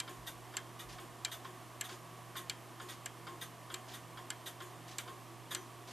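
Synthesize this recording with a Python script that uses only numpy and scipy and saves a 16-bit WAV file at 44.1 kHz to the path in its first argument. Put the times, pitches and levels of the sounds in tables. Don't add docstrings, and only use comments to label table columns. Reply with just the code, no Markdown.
import sys
import numpy as np
from scipy import signal
from scipy.fft import rfft, irfft, next_fast_len
from scipy.io import wavfile
from scipy.ndimage import uniform_filter1d

SR = 44100
rng = np.random.default_rng(int(sys.argv[2]) if len(sys.argv) > 2 else 0)


def file_out(sig):
    cols = np.atleast_2d(sig).T
    lim = np.clip(cols, -1, 1)
    pcm = np.round(lim * 32767).astype(np.int16)
    wavfile.write(sys.argv[1], SR, pcm)


N = 261072
RING = 16384
AGE = np.arange(RING) / SR

# start in seconds, level in dB, gain of the main plate modes in dB.
NEAR_BEATS = [(0.0, -41, 2), (0.5675, -40.5, 1.5), (1.2475, -38.5, 2.5), (1.8098, -41, -4),
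              (2.4963, -41, 2.5), (3.0578, -45, -3), (3.7405, -43, -0.5), (4.3023, -43, 0),
              (4.9828, -41.5, -1), (5.5477, -42, 3.5)]
# frequency in Hz, t60 (time to fall 60 dB) in seconds,
# level in dB for the entry pallet, level in dB for the exit pallet.
BRASS_MODES = [(1702, 0.035, -9.5, -19), (1810, 0.034, -38, -22.5), (2086, 0.078, -14, -18),
               (2338, 0.045, -20, -11), (2893, 0.033, -11.5, -13.5), (3110, 0.11, -20, -16.5),
               (3200, 0.25, -16.5, -16.5), (3800, 0.025, -27, -12), (4190, 0.015, -14.5, -12),
               (4510, 0.013, -14.5, -21), (5400, 0.015, -38, -19.5), (6250, 0.037, -15, -19),
               (7440, 0.017, -5, -17), (7550, 0.021, -6, -5), (8460, 0.013, -17.5, -45),
               (11400, 0.02, -15, -23)]
# frequency in Hz, relative density in dB.
FRAME_SPECTRUM = [(100, -45), (700, -14), (1400, -13), (3300, 9), (5500, 0), (8000, 6), (10000, -8),
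                  (14000, -10)]
FRAME_ROOM_SPECTRUM = [(60, -40), (170, -26), (340, 13), (550, -7), (1500, 8.5), (3200, -0.5), (4800, -7),
                       (7600, -4.5), (13000, -24)]
# frequency in Hz, side relative to mid in dB.
SIDE_GAIN = [(30, -5), (120, 2.5), (300, -13), (1000, -17.5), (2500, -26.5), (5000, -16.5), (8000, -8),
             (13000, -20)]
# frequency in Hz, relative density in dB.
AIR_SPECTRUM = [(25, -14), (50, -7.5), (80, -7), (130, -2), (200, -2), (255, 2.5), (295, 0), (340, 8.5),
                (420, -1.5), (540, -2.5), (730, 4.5), (830, -2.5), (1020, 4.5), (1180, -1), (1350, -6),
                (2000, -7), (2500, -9.5), (3100, -9), (4000, -14), (7000, -15.5), (8500, -15.5),
                (13500, -18.5), (15000, -30)]
# frequency in Hz, left minus right in dB.
AIR_BALANCE = [(40, 1), (110, -4.5), (200, -0.5), (370, 0), (690, -2), (1300, -3.5), (2400, -2), (4300, 0)]
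# frequency in Hz, level relative to the mains hum in dB,
# left minus right in dB, unsteadiness from 0 to 1.
HUM_TONES = [(120, 0, -3.8, .05), (165.4, -10.5, -2, .6), (240, -21, 0, .4), (480, -17.5, -2, .4),
             (660.6, -18, -2, .5), (734.6, -17, -2, .6), (1135, -8.5, -2.5, .35), (1229.6, -14.5, -2, .4),
             (1797, -16.5, -1, .4)]
# start in seconds, level in dB.
WOODEN_BEATS = [(0.076, -50.5), (0.537, -53.5), (0.982, -52.5), (1.446, -51.5), (1.893, -52),
                (2.354, -49.5), (2.798, -50.5), (3.268, -49), (3.700, -51), (4.172, -52.5), (4.603, -51),
                (5.076, -52), (5.512, -48)]
# case boom, panel ring and rattle in dB re the beat.
WOODEN_RESPONSES = [(-1.5, -2.5, -4), (-3.5, 0.5, -10.5)]
# frequency in Hz, relative density in dB.
KNOCK_SPECTRUM = [(60, -40), (200, -11), (700, -7), (1100, -1.5), (1650, 2), (2600, -8), (3350, 0),
                  (4000, -16.5), (4450, -10.5), (5700, -24), (13000, -30)]
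RATTLE_SPECTRUM = [(3000, 4), (6000, -3), (7000, 11.5), (7600, -8), (8500, 11.5), (9600, -25), (10500, 5),
                   (11600, -8), (12400, 6), (14000, -7)]
# frequency in Hz, t60 in seconds, level in dB.
WOODEN_MOVEMENT_MODES = [(562, 0.13, -18), (1566, 0.18, -11), (1715, .14, -12.5), (1820, 0.14, -17),
                         (3190, .13, -14.5), (3330, .13, -12.5), (3550, .11, -16), (3720, .11, -17),
                         (4490, 0.11, -20.5), (5060, .1, -22)]
# time in seconds, level in dB.
MICROPHONE_BUMPS = [(0.17, -56.5), (0.84, -57)]
# level in dB, tilt in dB per octave.
BRIGHT_BLOWS = [(-46, -1.77), (-50, -2.2)]
# frequency in Hz, relative density in dB.
BRIGHT_SPECTRUM = [(60, -40), (250, -23), (900, -4.5), (1600, 1), (2500, -4.5), (3500, 2), (4300, -7),
                   (5600, -6.5), (6400, 0.5), (7600, -5), (8500, 1), (10800, -2.5), (12300, 2),
                   (14000, -7.5)]
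# frequency in Hz, t60 in seconds, level in dB.
BRIGHT_MOVEMENT_MODES = [(320, 0.084, -23), (1903, 0.075, -11.5), (3280, 0.055, -13.5), (3487, 0.059, -8),
                         (3702, 0.034, -6.5), (4840, 0.095, -18), (6360, 0.042, -15), (8177, 0.062, -15.5),
                         (8640, 0.05, -32), (12020, .02, -16), (11950, .02, -15)]
# frequency in Hz, relative density in dB.
SCUFF_SPECTRUM = [(60, -40), (400, 1), (1500, 0.5), (3600, 2.5), (6400, -1), (7600, -6), (9300, -8.5),
                  (14000, -17)]
# start in seconds, frequency in Hz, t60 in seconds, level in dB.
SPRING_JOLTS = [(5.548, 5976, .32, -54.5)]


def undb(db):
    return 10 ** (np.asarray(db) / 20)


def colour(x, points):
    hz, db = np.transpose(points)
    size = next_fast_len(x.shape[-1] + RING // 4)
    bin_hz = np.maximum(np.fft.rfftfreq(size, 1 / SR), 1)
    gain = undb(np.interp(np.log(bin_hz), np.log(hz), db))
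    return irfft(rfft(x, size) * gain, size)[..., :x.shape[-1]]


def tilt(x, db_per_octave):
    return colour(x, [(1000, -2 * db_per_octave), (16000, 2 * db_per_octave)])


def diffuse(size):
    mid, side = rng.standard_normal((2, size))
    return mid + colour(side, SIDE_GAIN) * np.array([[1], [-1]])


def strength(x, db):
    energy = np.mean(np.sum(x ** 2, axis=-1))
    return x * undb(db) / np.sqrt(energy / (.03 * SR))


def swell(rise_s, t60):
    return (1 - np.exp(-(AGE / rise_s) ** 2)) * np.exp(-np.log(1000) * AGE / t60)


def wash(spectrum, rise_s, t60):
    return strength(colour(diffuse(RING) * swell(rise_s, t60), spectrum), 0)


def ring(push, hz, t60, db):
    radius = np.exp(-np.log(1000) / (t60 * SR))
    poles = [1, -2 * radius * np.cos(2 * np.pi * hz / SR), radius ** 2]
    return strength(signal.lfilter([1, 0, -1], poles, np.atleast_2d(push)), db)


def struck(response, bounce):
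    bounces = rng.standard_normal(RING) * swell(rise_s=0.0014, t60=0.031)
    push = signal.unit_impulse(RING) + bounce * bounces / np.linalg.norm(bounces)
    return strength(signal.fftconvolve(response, push[None], axes=-1)[:, :RING], 0)


def wander(rate_hz):
    hold = int(SR / rate_hz)
    steps = np.repeat(rng.standard_normal(N // hold + 1), hold)
    return np.sqrt(2) * uniform_filter1d(uniform_filter1d(steps, hold), hold)[:N]


def add(out, start_s, sound):
    start = max(int(start_s * SR), 0)
    out[:, start:start + RING] += sound[:, :max(N - start, 0)]


def near_clock(entry_db_per_octave=-0.3, exit_db_per_octave=0.6):
    out = np.zeros((2, N))
    for beat, (start_s, db, plate_db) in enumerate(NEAR_BEATS):
        pallet = 1 - beat % 2
        chatter = rng.standard_normal(RING)
        brass = sum(ring(chatter * swell(rise_s=8 / hz, t60=60 / hz), hz, t60, pallet_db[pallet])
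                    for hz, t60, *pallet_db in BRASS_MODES)
        frame = undb(-5.5) * wash(FRAME_SPECTRUM, rise_s=0.00085, t60=0.032)
        room = undb(-9) * wash(FRAME_ROOM_SPECTRUM, rise_s=0.0015, t60=0.18)
        radiation = [(100, -13), (1100, 0), (3100, 0), (3600, plate_db), (4600, plate_db), (5600, -1)]
        tick = colour(brass + frame + room, radiation)
        slope = exit_db_per_octave if pallet else entry_db_per_octave
        add(out, start_s, undb(db) * tilt(tick, slope))
    return out


def moving_air(level_db=-53.5):
    field = colour(diffuse(N), AIR_SPECTRUM)
    air = np.array([colour(channel, [(hz, sign * db / 2) for hz, db in AIR_BALANCE])
                    for channel, sign in zip(field, (1, -1))])
    return air / air.std() * undb(level_db + 0.13 * wander(rate_hz=5.96))


def mains_and_fan(mains_db=-58):
    out = np.zeros((2, N))
    t = np.arange(N) / SR
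    for hz, db, pan_db, unsteadiness in HUM_TONES:
        phase = 2 * np.pi * hz * t + rng.uniform(0, 2 * np.pi)
        in_phase = (1 + unsteadiness * wander(rate_hz=9)) * np.sin(phase)
        quadrature = unsteadiness * wander(rate_hz=9) * np.cos(phase)
        tone = in_phase + quadrature
        balance_db = np.array([[pan_db], [-pan_db]]) / 2
        out += tone / tone.std() * undb(mains_db + db + balance_db)
    return out


def wooden_clock():
    out = np.zeros((2, N))
    paths = wash(KNOCK_SPECTRUM, rise_s=0.0027, t60=0.18)
    paths += wash(KNOCK_SPECTRUM, rise_s=0.0008, t60=0.096)
    for beat, (start_s, db) in enumerate(WOODEN_BEATS):
        boom_db, panel_db, rattle_db = WOODEN_RESPONSES[beat % 2]
        boom = ring(diffuse(RING) * swell(rise_s=0.03, t60=0.15), hz=361, t60=0.22, db=boom_db)
        panel = ring(diffuse(RING) * swell(rise_s=0.0034, t60=0.082), hz=1071, t60=0.42, db=panel_db)
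        push = diffuse(RING) * swell(rise_s=0.00069, t60=0.054)
        modes = sum(ring(push, *mode) for mode in WOODEN_MOVEMENT_MODES)
        knock = undb(-1) * struck(paths, bounce=0.57) + modes
        rattle = wash(RATTLE_SPECTRUM, rise_s=.002, t60=0.38)
        add(out, start_s, undb(db) * (boom + panel + knock))
        add(out, start_s + .014, undb(db + rattle_db) * rattle)
    return out


def microphone_bumps(thud_hz=51):
    out = np.zeros((2, N))
    for time_s, db in MICROPHONE_BUMPS:
        thud = np.sin(2 * np.pi * thud_hz * AGE) * swell(rise_s=.07, t60=0.18)
        rumble = wash([(25, -22), (48, -6), (80, -19), (300, -60)], rise_s=.03, t60=0.98)
        add(out, time_s - .005, strength(thud[None], db + 0.5))
        add(out, time_s + 0.046, undb(db - 2) * rumble)
    return out


def bright_clock(first_s=0.2652, period_s=0.5241):
    out = np.zeros((2, N))
    early = undb(-11) * wash(BRIGHT_SPECTRUM, rise_s=0.0006, t60=0.048)
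    late = wash(BRIGHT_SPECTRUM, rise_s=0.011, t60=0.18)
    for beat, start_s in enumerate(np.arange(first_s, N / SR, period_s)):
        db, db_per_octave = BRIGHT_BLOWS[beat % 2]
        push = diffuse(RING) * swell(rise_s=0.004, t60=0.1)
        modes = sum(ring(push, *mode) for mode in BRIGHT_MOVEMENT_MODES)
        reflections = undb(0.5) * struck(early + late, bounce=0.96)
        add(out, start_s, undb(db) * tilt(modes + reflections, db_per_octave))
    return out


def stepper(first_s=0.883, period_s=0.997, advance_db=-53.5, drop_db=-54.5):
    out = np.zeros((2, N))
    for start_s in np.arange(first_s, N / SR, period_s):
        add(out, start_s, undb(advance_db) * wash(SCUFF_SPECTRUM, rise_s=0.012, t60=0.2))
        add(out, start_s + .036, undb(drop_db) * wash(SCUFF_SPECTRUM, rise_s=0.006, t60=0.2))
    return out


def spring():
    out = np.zeros((2, N))
    for start_s, hz, t60, db in SPRING_JOLTS:
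        add(out, start_s, ring(signal.unit_impulse(RING), hz, t60, db))
    return out


def scene():
    return (near_clock() + moving_air() + mains_and_fan() + wooden_clock()
            + microphone_bumps() + bright_clock() + stepper() + spring())


def record(dry):
    return signal.sosfilt(signal.ellip(10, .2, 70, 14100, fs=SR, output="sos"), dry)


dry = scene()
out = record(dry)
file_out(out)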